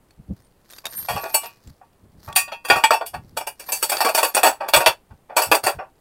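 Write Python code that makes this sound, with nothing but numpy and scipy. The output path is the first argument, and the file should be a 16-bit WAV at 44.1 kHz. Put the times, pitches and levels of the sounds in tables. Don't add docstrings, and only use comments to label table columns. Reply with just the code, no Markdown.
import sys
import numpy as np
from scipy import signal
from scipy.fft import rfft, irfft, next_fast_len
from scipy.io import wavfile
from scipy.ndimage import uniform_filter1d, minimum_filter1d

SR = 44100
rng = np.random.default_rng(int(sys.argv[2]) if len(sys.argv) > 2 else 0)


def to_wav(sig):
    pcm = np.clip(np.atleast_2d(sig), -1, 1) * 32767
    pcm = np.round(pcm).astype(np.int16)
    wavfile.write(sys.argv[1], SR, pcm.T)


N = 264642
RING_N = int(.55 * SR)
RING_T_S = np.arange(RING_N) / SR
GRAZE_S = .009

# (frequency [Hz], relative density [dB])
AIR_SPECTRUM = [(25, 1.5), (60, 0), (140, -2), (280, -5), (500, -7), (1000, -12), (1600, -19.5),
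                (3200, -24), (5300, -32), (9000, -25.5), (15500, -30)]
# (start [s], length [s], level [dB])
BAG_GRIPS = [(.3, 0.079, -52), (.92, .32, -52.5), (2.04, .34, -51), (3.18, 0.18, -45.5)]
# (time [s], peak [dB])
BAG_BUMPS = [(0.202, -32.5), (0.312, -18.5), (1.118, -28), (1.156, -23.5), (1.674, -36.5), (1.699, -38),
             (2.286, -31), (2.719, -29), (2.768, -31), (3.162, -32.5), (4.779, -26), (4.888, -32.5),
             (5.128, -34), (5.495, -31), (5.652, -36), (5.773, -32.5)]
# (start [s], length [s], rustle level [dB])
LOAD_SLIDES = [(.38, 0.016, -63), (0.715, 0.072, -49.5), (0.887, 0.59, -46.5), (1.672, 0.023, -59),
               (2.258, 0.032, -49.5), (3.27, 0.043, -62), (3.67, .58, -46)]
# (frequency [Hz], relative density [dB])
RUSTLE_SPECTRUM = [(300, -1), (1000, 2), (1900, 3.5), (2600, -14), (4500, 6.5), (8000, -6.5), (13000, -4.5),
                   (15500, -4)]
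# (frequency [Hz], level at a usual slide [dB])
SQUEAL_TONES = [(8980, -51), (12620, -44.5)]
# (time [s], half width [s], level [dB], frequency [Hz])
SQUEAL_FLARES = [(.455, 0.016, -58, 8960), (0.991, 0.022, -28, 9020), (0.99, 0.029, -29, 12700),
                 (1.23, 0.013, -33.5, 12850), (2.254, .012, -49.5, 12370), (3.698, 0.0083, -19, 12980),
                 (4.287, 0.011, -23, 12700)]
# (time [s], peak [dB], frequency [Hz])
NUT_TICKS = [(0.1077, -43.5, 4390), (0.7004, -36, 8580), (0.7347, -28.5, 3700), (0.785, -28, 4700),
             (0.855, -12.5, 3680), (0.8666, -16, 3720), (0.9864, -31, 8500), (1.0331, -37, 8800),
             (1.6742, -40.5, 7540), (2.3275, -24.5, 3370), (3.9693, -11.5, 4600)]
# (frequency [Hz], relative density [dB])
HEAP_SPECTRUM = [(200, -22), (320, -13), (500, -4), (750, 6.5), (950, 8), (1250, -6.5), (1750, -9.5),
                 (2200, -10.5), (2600, -9), (3500, -14.5), (6000, -19.5), (9000, -15), (13000, -19.5),
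                 (15500, -20)]
# (frequency [Hz], relative level [dB], t60 [s])
BOLT_MODES = [(890, 2, .11), (2347, -3, .28), (2659, 0, .13), (2874, -3, .28), (3445, -5, .15),
              (4450, -2, .12), (4575, -3, .12), (4888, -6, .14), (5458, -6, .15), (6309, -13, .15),
              (7590, -12, .15), (7848, -4, .15), (8042, -6, .18), (8624, -5, .14), (8753, -6, .15),
              (9517, -4, .15), (9926, -7, .13), (10600, -8, .15), (11649, -6, .15), (12381, -10, .16),
              (13016, -8, .15), (14082, -7, .15), (14621, -5, .16), (15223, -11, .15)]
# (frequency [Hz], relative level [dB], t60 [s])
DISC_MODES = [(735, -4, .14), (930, -2, .2), (1141, -1, .29), (1442, -5, .18), (1855, -7, .19),
              (2487, -1, .42), (2659, -2, .2), (3294, -5, .14), (4726, -12, .24), (5953, -15, .18),
              (6890, -11, .18), (7052, -11, .15), (8839, -4, .15), (9851, -6, .15), (10669, -10, .14),
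              (10895, -5, .15), (11391, -13, .11), (11983, -4, .18), (12790, -10, .18), (13242, -10, .19),
              (15374, -12, .16)]
# (time [s], longest t60 [s], disc over bolts [dB], heap gain [dB])
SURFACE = [(1.1, 0.42, 4.5, -1), (1.35, 0.36, -10, -2.5), (1.439, 0.24, 10, 2), (2.36, 0.26, 19, -2),
           (2.5, .22, 38.5, -5.5), (2.68, 0.15, 14, -4.5), (2.84, 0.12, 1, -5), (3.5, 0.14, -1.5, 2),
           (4.2, 0.087, 1, -2.5), (5.699, 0.055, -1.5, -3.5)]
# (time [s], clunk [dB], jingle [dB], chatter [s])
IMPACTS = [ (0.843, -42, -68, 0.024), (1.086, -23, -32.5, 0.028), (1.16, -24.5, -43, 0.022),
           (1.236, -29, -49, .028), (1.343, -21.5, -14.5, 0.011), (1.434, -35, -48, 0.023),
           (1.814, -46, -125, 0.0052), (2.278, -35.5, -90, 0.026), (2.36, -23.5, -13.5, 0.019),
           (2.479, -39, -61.5, .008), (2.52, -30.5, -52, .012), (2.649, -34, -37.5, .012),
           (2.686, -34.5, -32.5, .007), (2.7, -10.5, -26.5, 0.016), (2.757, -19.5, -34, 0.025),
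           (2.838, -10.5, -23, .008), (2.907, -11.5, -28, 0.01), (2.931, -15.5, -30.5, 0.016),
           (3.011, -23.5, -54, 0.0078), (3.063, -47.5, -33, 0.0088), (3.141, -28, -47, 0.008),
           (3.373, -24.5, -28.5, 0.0036), (3.41, -31, -42.5, 0.0017), (3.471, -29, -30.5, 0.0048),
           (3.597, -44, -38, 0.015), (3.688, -33, -40, 0.011), (3.721, -32, -20, 0.023),
           (3.827, -25, -18.5, 0.011), (3.897, -31, -21.5, 0.0053), (3.918, -21.5, -24.5, 0.019),
           (3.981, -32.5, -33, .007), (4.005, -16.5, -23.5, 0.017), (4.048, -17.5, -26, .024),
           (4.089, -21, -29, .007), (4.148, -21, -19, 0.019), (4.177, -16, -21.5, 0.019),
           (4.23, -17, -20, 0.021), (4.348, -26.5, -17, .008), (4.368, -15.5, -22.5, .017),
           (4.432, -12, -17, 0.024), (4.461, -14.5, -22, 0.023), (4.606, -24, -55.5, 0.038),
           (4.687, -28, -30.5, 0.0029), (4.736, -8, -13.5, 0.0081), (4.762, -14.5, -16.5, 0.014),
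           (4.805, -19, -29.5, 0.023), (4.861, -9.5, -18, 0.016), (5.108, -50, -85, 0.013),
           (5.298, -36, -85, .026), (5.366, -14.5, -19, 0.025), (5.419, -24, -22, 0.027),
           (5.515, -11, -20.5, 0.014), (5.547, -19.5, -21.5, 0.013), (5.638, -27.5, -26.5, 0.027),
           (5.664, -16, -22.5, .02), (5.789, -29, -71, .024)]


def from_db(db):
    return 10 ** (np.asarray(db) / 20)


def unit_rms(x):
    return x / np.sqrt(np.mean(x ** 2) + 1e-20)


def band(x, kind, hz, order=2):
    return signal.sosfilt(signal.butter(order, hz, kind, fs=SR, output="sos"), x)


def decay(t60_s):
    return np.exp(-np.log(1000) * RING_T_S / t60_s)


def noise(spectrum, size):
    hz, db = np.transpose(spectrum)
    bins_hz = np.maximum(np.fft.rfftfreq(size, 1 / SR), 1)
    gain = from_db(np.interp(np.log(bins_hz), np.log(hz), db))
    return unit_rms(irfft(rfft(rng.standard_normal(size)) * gain, size))


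def drift(rate_hz):
    return unit_rms(band(rng.standard_normal(N + SR), "low", rate_hz)[SR:])


def add(out, time_s, sound):
    at = max(round(time_s * SR), 0)
    out[at:at + len(sound)] += sound[:N - at]


def movement_db(moves, swell_db_per_s=260, fade_db_per_s=187.5):
    t = np.arange(N) / SR
    levels_db = []
    for start_s, length_s, db in moves:
        swell_db = swell_db_per_s * np.maximum(start_s - t, 0)
        fade_db = fade_db_per_s * np.maximum(t - start_s - length_s, 0)
        levels_db.append(db - swell_db - fade_db)
    return np.max(levels_db, axis=0)


def near_echo(x, gain=.41, notch_spacing_hz=1025):
    lag = round(SR / notch_spacing_hz)
    return x - gain * np.pad(x, (lag, 0))[:len(x)]


def ground_scatter(x, wet_db=-38, t60_s=.24, top_hz=3500):
    tail = band(rng.standard_normal(RING_N), "low", top_hz) * decay(t60_s)
    return x + from_db(wet_db) * signal.fftconvolve(x, tail / np.linalg.norm(tail))[:N]


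def outdoor_air(level_db=-59.5):
    return from_db(level_db) * noise(AIR_SPECTRUM, N)


def grip_rumble(bottom_hz=60, top_hz=130, lumps_db=4):
    rumble = band(band(rng.standard_normal(N), "low", top_hz), "high", bottom_hz)
    return from_db(movement_db(BAG_GRIPS)) * unit_rms(rumble * from_db(lumps_db * drift(15)))


def handling_bumps(width_s=.01, lead_s=.035, bottom_hz=60, soft_top_hz=130, soft_db=-29):
    out = np.zeros(N)
    for time_s, db in BAG_BUMPS:
        top_hz = soft_top_hz * 2 ** (max(db - soft_db, 0) / 21.5)
        rumble = band(band(rng.standard_normal(RING_N), "low", top_hz, order=3), "high", bottom_hz)
        bump = rumble / np.cosh((RING_T_S - lead_s) / width_s)
        add(out, time_s - lead_s, from_db(db) * bump / np.abs(bump).max())
    return out


def cloth_rustle(slide_db, crinkles_per_s=260, crinkle_db=6, grain_db=3, hiss_gain=.6, rest_db=-76):
    onsets = rng.random(N) < crinkles_per_s / SR
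    snaps = onsets * from_db(crinkle_db * np.minimum(rng.exponential(1, N), 3))
    crinkles = unit_rms(signal.fftconvolve(snaps, decay(t60_s=.0063))[:N])
    hiss = hiss_gain * from_db(grain_db * drift(40))
    envelope = (from_db(slide_db) + from_db(rest_db)) * unit_rms(crinkles + hiss)
    return envelope * noise(RUSTLE_SPECTRUM, N)


def squeal(hz, waver_hz=60, flutter_db=4):
    phase = 2 * np.pi * np.cumsum(hz + waver_hz * drift(110)) / SR
    return unit_rms(from_db(flutter_db * drift(35))) * np.sin(phase)


def sliding_load(usual_slide_db=-47.5, squeal_db_per_db=3.2):
    t = np.arange(N) / SR
    slide_db = movement_db(LOAD_SLIDES)
    out = cloth_rustle(slide_db)
    for hz, db in SQUEAL_TONES:
        out += from_db(db + squeal_db_per_db * (slide_db - usual_slide_db)) * squeal(hz)
    for time_s, half_width_s, db, hz in SQUEAL_FLARES:
        flare = np.exp(-.5 * ((t - time_s) / half_width_s) ** 2)
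        out += from_db(db) * flare * squeal(hz)
    return out


def nut_ticks(tone_t60_s=.041, snap_t60_s=.023, tone_gain=.55):
    out = np.zeros(N)
    for time_s, db, hz in NUT_TICKS:
        snap = band(band(rng.standard_normal(RING_N), "high", hz=410), "low", hz=5800, order=1)
        tone = tone_gain * np.sin(2 * np.pi * hz * RING_T_S) * decay(tone_t60_s)
        tick = near_echo(snap * decay(snap_t60_s)) + tone
        add(out, time_s, from_db(db) * tick / np.abs(tick).max())
    return out


def struck_modes(modes, longest_t60_s, spread_db, detune):
    hz, db, t60_s = np.transpose(modes)
    strength, shift, side = rng.standard_normal((3, len(hz)))
    gains = from_db(db + spread_db * strength) * np.sign(side)
    phases = 2 * np.pi * np.outer(hz * (1 + detune * shift), RING_T_S)
    envelopes = decay(np.minimum(t60_s, longest_t60_s)[:, None])
    return gains @ (np.sin(phases) * envelopes)


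def loose_pieces(count=3, gain_db=-7):
    return from_db(gain_db) * struck_modes(BOLT_MODES * count, longest_t60_s=.08, spread_db=2.5, detune=.05)


def heap_ring(ring_db=12, ring_t60_s=.11, crack_db=11, crack_t60_s=.0027, bottom_hz=270):
    envelope = from_db(ring_db) * decay(ring_t60_s) + from_db(crack_db) * decay(crack_t60_s)
    dense_modes = noise(HEAP_SPECTRUM, next_fast_len(RING_N))[:RING_N]
    return band(dense_modes * envelope, "high", bottom_hz)


def steel_response(longest_t60_s, disc_db, heap_db, bottom_hz=230):
    disc_share = 1 / (1 + from_db(-disc_db) ** 2)
    disc = struck_modes(DISC_MODES, longest_t60_s, spread_db=2, detune=.00055)
    bolts = struck_modes(BOLT_MODES, longest_t60_s, spread_db=3.5, detune=.00087)
    heap = from_db(heap_db) * near_echo(loose_pieces() + heap_ring())
    ring = np.sqrt(2 * disc_share) * disc + np.sqrt(2 - 2 * disc_share) * bolts + heap
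    return band(ring, "high", bottom_hz)


def chatter(chatter_s, clunk_db, touches_per_s=1400, uneven_db=3, landing_force=1.97, rebound_force=.79):
    onsets = rng.random(RING_N) < touches_per_s / SR
    signs = np.sign(rng.standard_normal(RING_N))
    touches = onsets * signs * from_db(uneven_db * rng.standard_normal(RING_N))
    after_s = RING_T_S - GRAZE_S
    settle = np.exp(-(np.abs(after_s) / (1.086 * chatter_s)) ** 1.077)
    graze = min(from_db(-35 - clunk_db), .35)
    force = touches * np.where(after_s < 0, graze * RING_T_S / GRAZE_S, rebound_force * settle)
    force[round(GRAZE_S * SR)] = landing_force
    return force


def clang_level_db(clunk_db, jingle_db, disc_db):
    large_bolt_db = np.interp(clunk_db, [-12, -10.5], [0, 8])
    return -6.5 + .45 * clunk_db + .49 * jingle_db + .3 * disc_db + large_bolt_db


def falling_pieces(clunk_top_hz=1800, jingle_bottom_hz=5500, attack_s=.02):
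    out = np.zeros(N)
    landing = round(GRAZE_S * SR)
    attack = slice(landing, landing + int(attack_s * SR))
    times_s, *columns = np.transpose(SURFACE)
    for time_s, clunk_db, jingle_db, chatter_s in IMPACTS:
        longest_t60_s, disc_db, heap_db = [np.interp(time_s, times_s, column) for column in columns]
        response = steel_response(longest_t60_s, disc_db, heap_db)
        impact = signal.fftconvolve(chatter(chatter_s, clunk_db), response)[:RING_N]
        clunk = band(impact, "low", clunk_top_hz, order=5)
        clang = band(impact, "band", [clunk_top_hz, jingle_bottom_hz], order=4)
        jingle = band(impact, "high", jingle_bottom_hz, order=5)
        clang_db = clang_level_db(clunk_db, jingle_db, disc_db)
        for part, db in ((clunk, clunk_db), (clang, clang_db), (jingle, jingle_db)):
            add(out, time_s - GRAZE_S, from_db(db) * part / np.std(part[attack]))
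    return out


def scene():
    steel_and_bag = ground_scatter(falling_pieces() + nut_ticks() + sliding_load())
    return (steel_and_bag + handling_bumps() + grip_rumble() + outdoor_air())[None]


def record(dry, hold_s=.0015, cutoff_hz=15750):
    hold = round(hold_s * SR)
    needed_gain = 1 / np.maximum(np.abs(dry), 1)
    gain = uniform_filter1d(minimum_filter1d(needed_gain, hold), hold)
    lowpass = signal.ellip(10, .2, 80, cutoff_hz, fs=SR, output="sos")
    return signal.sosfilt(lowpass, dry * gain)


dry = scene()
out = record(dry)
to_wav(out)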